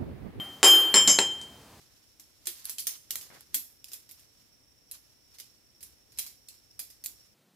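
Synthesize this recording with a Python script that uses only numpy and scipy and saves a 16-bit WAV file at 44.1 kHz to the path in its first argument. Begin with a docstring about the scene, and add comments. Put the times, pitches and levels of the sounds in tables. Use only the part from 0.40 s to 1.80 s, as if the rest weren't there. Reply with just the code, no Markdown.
"""Open shed roof over a steel anvil: a smith hammers hot iron. A heavy blow, a lighter one, a bounce on
the bare face, a last dull blow, then a tick as the iron settles; an earlier blow still rings at the start.
Each blow cracks, thumps the stand, clanks the iron and sets hammer and anvil ringing. The shed throws it
back over faint outdoor air; a limiter ducks the hits, so the ring swells up behind them."""
import sys
import numpy as np
from scipy import signal
from scipy.fft import rfft, irfft
from scipy.io import wavfile
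from scipy.ndimage import uniform_filter1d, minimum_filter1d

SR = 44100
rng = np.random.default_rng(int(sys.argv[2]) if len(sys.argv) > 2 else 0)


def waveform_to_disk(signal):
    """Save audio, clipped to [-1, 1], as 16-bit WAV at the path in sys.argv[1]."""
    frames = np.transpose(np.atleast_2d(signal))
    scaled = np.clip(frames, -1, 1) * 32767
    samples = np.round(scaled).astype(np.int16)
    wavfile.write(sys.argv[1], SR, samples)


N = 61739
LEAD = round(0.5 * SR)  # room for the blow before t = 0
TIME = np.arange(-LEAD, N) / SR

# hammer blows: t/s, force/dB, direct crack/dB, dullness/0-1, thump/dB, clank/dB, hammer ring/dB,
# hammer t60 factor, anvil ring/dB, ring tilt through iron/(dB/octave), share on bare face/0-1
BLOWS = [(-.33, 2, -19, .2, 6, 2, -2, .95, -1, 0, 0), (0.23, 4.5, 0, 0, 0.5, -11, 2.5, 0.48, 1, 0, 0.1),
         (0.5414, -5.5, -5, 0.1, -3.5, 5, 6, 0.9, -3, -3.5, 0.04),
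         (0.6755, -9.5, -13.5, 0.19, -9, -2.5, 7.5, 0.91, 8.5, 0, 0.99),
         (0.7879, -15, 2, 0.35, 2, 7.5, 6.5, 0.31, 0, -17, 0.12)]
# stereo width: f/Hz, relative side level/dB
WIDTH = [(100, -17.5), (350, -11), (700, 1), (2000, 3), (5500, 7.5), (8000, 3), (15000, -25)]


def amp(db):
    """Decibels to gain."""
    return 10 ** (np.asarray(db) / 20)


def unit(x):
    """Scale to rms 1."""
    return x / np.sqrt(np.mean(x ** 2) + 1e-20)


def lookup(points, hz, column=1):
    """Table column interpolated over log frequency."""
    table = np.array(points, float)
    return np.interp(np.log(hz + 1), np.log(table[:, 0] + 1), table[:, column])


def add(mix, start_s, sound):
    """Mix a sound in at start_s."""
    part = mix[LEAD + round(start_s * SR):][:len(sound)]
    part += sound[:len(part)]


def colour(x, points, size=4096):
    """Minimum-phase filter of unit energy with the given spectral shape."""
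    log_gain = np.log(amp(lookup(points, abs(np.fft.fftfreq(size, 1 / SR)))))
    taps = np.fft.ifft(np.exp(np.conj(signal.hilbert(log_gain)))).real[:size // 2]
    return signal.fftconvolve(x, taps / np.linalg.norm(taps))[:len(x)]


def decay(t, t60):
    """Fall of 60 dB per t60."""
    return np.exp(-np.minimum(np.log(1000) * t / t60, 40))


def ring(modes, t60_factor=1):
    """Damped modes struck at once."""
    t = np.arange(SR // 2) / SR
    return sum(amp(db) * decay(t, t60 * t60_factor) * np.sin(2 * np.pi * hz * t) for hz, t60, db in modes)


def burst(t60_s, size=2048):
    """Decaying noise, whitened, energy 1."""
    spectrum = rfft(rng.standard_normal(size) * decay(np.arange(size) / SR, t60_s))
    smoothed = np.sqrt(uniform_filter1d(abs(spectrum) ** 2, size=5) + 1e-9)
    x = irfft(spectrum / smoothed)[:size // 2]
    return x / np.linalg.norm(x)


def waver(band_hz=25.7):
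    """Random drift, rms about 1."""
    knots_s = np.arange(TIME[0], TIME[-1] + 0.1, 1 / (2 * band_hz))
    return np.interp(TIME, knots_s, rng.standard_normal(1024)[:len(knots_s)])


def air():
    """Steady outdoor background, nearly mono."""
    # noise spectrum: f/Hz, relative density/dB
    spectrum = [(15, -74.5), (25, -35), (75, -4.5), (113, -6.5), (297, -10), (322, -13), (919, -16),
                (1380, -21.5), (3090, -25), (4870, -24.5), (15500, -32.5)]
    mid, side = (unit(colour(rng.standard_normal(len(TIME)), spectrum)) for _ in range(2))
    return amp(-53) * (mid + amp(-12) * np.outer([1, -1], colour(side, WIDTH)))


def contact_crack():
    """Noise burst per blow, low-passed by dull contact. Returns direct sound and shed feed."""
    # crack spectrum: f/Hz, relative density/dB
    spectrum = [(40, -46.5), (120, -16), (260, 3.5), (600, 0), (1200, 0.5), (2000, 2.5), (3500, 1),
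                (6000, -2.5), (9800, -6), (12000, -16), (15500, -19)]
    direct, feed = np.zeros((2, len(TIME)))
    for start_s, force_db, crack_db, dull, *_ in BLOWS:
        softened = signal.lfilter([(1 - dull) ** 2], np.poly([dull, dull]), burst(t60_s=0.0091))
        crack = amp(force_db + 16.5) * softened
        add(feed, start_s, crack)
        add(direct, start_s, amp(crack_db + 5) * crack)
    return colour(direct, spectrum), colour(feed, spectrum)


def iron_clank():
    """The squeezed iron clanks briefly."""
    # iron modes: f/Hz, t60/s, level/dB
    modes = [(1950, .012, -26), (4226, 0.019, -2), (7820, 0.019, -33)]
    out = np.zeros(len(TIME))
    for start_s, force_db, _, _, _, clank_db, *_ in BLOWS:
        add(out, start_s, amp(force_db + clank_db) * ring(modes))
    return out


def hammer_ring():
    """Hammer head and work piece ring, for a different time at each blow."""
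    # head and work piece modes: f/Hz, t60/s, level/dB
    modes = [(3032, 0.23, -18), (5160, 0.039, -15), (5330, 0.13, -20), (7355, 0.14, -7), (7425, 0.133, -20),
             (7930, 0.094, -23), (9700, 0.086, -34)]
    out = np.zeros(len(TIME))
    for start_s, force_db, _, _, _, _, hammer_db, t60_factor, *_ in BLOWS:
        add(out, start_s, amp(force_db + hammer_db) * ring(modes, t60_factor))
    return out


def stand_thump(delay_s=0.00208, highpass_hz=189):
    """Low modes of the anvil stand answer just after contact."""
    # stand modes: f/Hz, t60/s, level/dB
    modes = [(228.5, .04, -43), (320, 0.12, -22), (370, 0.087, -19), (548, 0.018, -19.5),
             (770, 0.037, -21.5)]
    out = np.zeros(len(TIME))
    for start_s, force_db, _, _, thump_db, *_ in BLOWS:
        add(out, start_s + delay_s, amp(force_db + thump_db) * ring(modes))
    return signal.sosfilt(signal.butter(4, highpass_hz, "high", fs=SR, output="sos"), out)


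def anvil_ring(bloom_s=0.018, top_flutter_db=3.5):
    """Blows feed the long modes by where they land; the sound builds up and flutters under the roof."""
    # anvil modes: f/Hz
    modes_hz = [3145.5, 5081, 5828, 6288, 6380, 6729, 9475, 9637, 9857, 10177, 11283, 12350, 12591, 14500,
                14533, 15051, 15414]
    # same modes: t60/s, level struck through iron/dB, level struck on bare face/dB
    modes = [(0.61, -2, -23), (0.28, -9, -15.5), (0.23, -29, -17.5), (0.2, -23.5, -40.5),
             (.35, -25.5, -13.5), (0.37, -18, -17), (0.4, -27, -48.5), (0.68, -28.5, -35.5),
             (0.18, -14.5, -44), (0.28, -14, -28.5), (0.41, -25.5, -28.5), (0.46, -32, -45),
             (0.66, -21.5, -52), (0.43, -30, -61.5), (.5, -33, -59.5), (.7, -31.5, -55), (.5, -32, -45.5)]
    out, t = np.zeros((2, len(TIME))), TIME[::20]
    for k, (hz, (t60, iron_db, face_db)) in enumerate(zip(modes_hz, modes)):
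        octaves = np.log2(hz / modes_hz[0])
        power = 0
        for start_s, force_db, *_, ring_db, tilt_db, bare in BLOWS:
            age_s = np.maximum(t - start_s, 0)
            drive = (1 - bare) * amp(iron_db + tilt_db * octaves) + bare * amp(face_db)
            envelope = (1 - np.exp(-age_s / bloom_s)) * decay(age_s, t60)
            power += (amp(force_db + ring_db) * drive * envelope) ** 2
        tone = np.interp(TIME, t, np.sqrt(power)) * np.sin(2 * np.pi * (hz * TIME + rng.random()))
        flutter = amp(top_flutter_db * waver() * np.sqrt(hz / max(modes_hz)))
        pan = 0.085 * amp(lookup(WIDTH, hz)) * waver()
        gains = np.array([1 + pan, 1 - pan]) if k else amp([[0.75], [-0.75]])  # lowest mode: just left
        out += tone * flutter * gains
    return out


def shed(x, rise_s=0.004):
    """Dense early echoes from roof and posts, then a longer tail."""
    # reverberation: f/Hz, early t60/s, late t60/s, late level/dB, relative band level/dB
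    bands = [(150, 0.41, 0.81, 3, -8), (382, 0.13, 0.67, -19, 12), (1230, 0.25, 1, -17.5, 5.5),
             (3550, 0.27, 0.86, -17, -2.5), (8100, 0.19, 0.5, -20.5, 5.5), (15060, 0.15, .35, -27.5, 7)]
    # distinct reflections: delay/s, gain
    echoes = [(.0045, 0.34), (0.01, .35), (.0145, 0.27), (.021, .4), (0.031, 0.16)]
    hz, t, noise = signal.stft(rng.choice([-1., 1.], SR), SR, nperseg=256)
    early_s, late_s, late_db, band_db = (lookup(bands, hz, k)[:, None] for k in range(1, 5))
    envelope = amp(band_db) * np.hypot(decay(t, early_s), amp(late_db) * decay(t, late_s))
    response = signal.istft(noise * envelope, SR, nperseg=256)[1]
    response *= 1 - np.exp(-np.arange(len(response)) / SR / rise_s)
    response *= amp(2) / np.linalg.norm(response)
    for delay_s, gain in echoes:
        response[round(delay_s * SR)] += gain
    return signal.fftconvolve(x, response)[:len(x)]


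def impacts():
    """Crack, clank, hammer ring and thump with the shed's answer, nearly mono."""
    crack, crack_feed = contact_crack()
    clank, hammer, thump = iron_clank(), hammer_ring(), stand_thump()
    feed = crack_feed + thump + amp(-13.5) * clank + amp(-0.5) * hammer
    side = amp(-16) * colour(shed(feed), WIDTH)
    return crack + thump + clank + hammer + shed(feed) + np.outer([1, -1], side)


def iron_tick():
    """The iron settles on the face with a light click."""
    # contacts: t/s, level/dB
    contacts = [(1.0144, -20)]
    # click spectrum: f/Hz, relative density/dB
    spectrum = [(100, -33.5), (3000, 9), (5500, 14.5), (8000, 16), (11000, 7), (15500, -12)]
    clicks = np.zeros(len(TIME))
    for start_s, db in contacts:
        add(clicks, start_s, amp(db) * burst(t60_s=0.0078))
    direct = colour(clicks, spectrum)
    return direct + amp(-4) * shed(direct)


def scene():
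    """Stereo sum from t = 0."""
    return (impacts() + anvil_ring() + iron_tick() + air())[:, LEAD:]


def record(dry, limit_db=-11, release_s=(0.024, 0.31), lookahead_s=0.0012, ceiling=0.7, edge_hz=15900):
    """Look-ahead limiter with quick and slow recovery, soft ceiling, low-pass."""
    t, ahead = np.arange(N) / SR, round(lookahead_s * SR)
    power = abs(uniform_filter1d((dry ** 2).mean(0), size=96))
    over_db = np.maximum(10 * np.log10(power + 1e-12) - limit_db, 1e-9)
    # peak hold, exponential release
    quick_db, slow_db = (np.exp(np.maximum.accumulate(np.log(over_db) + t / s) - t / s)
                         for s in release_s)
    gain_db = minimum_filter1d(-0.86 * quick_db - 0.14 * slow_db, 2 * ahead)
    ducked = dry * amp(uniform_filter1d(gain_db, ahead))
    clipped = ducked / (1 + abs(ducked / ceiling) ** 6) ** (1 / 6)
    lowpass = signal.firwin(255, edge_hz, window=("kaiser", 9), fs=SR)
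    return signal.oaconvolve(clipped, lowpass[None], "same", axes=1)


dry = scene()
out = record(dry)
waveform_to_disk(out)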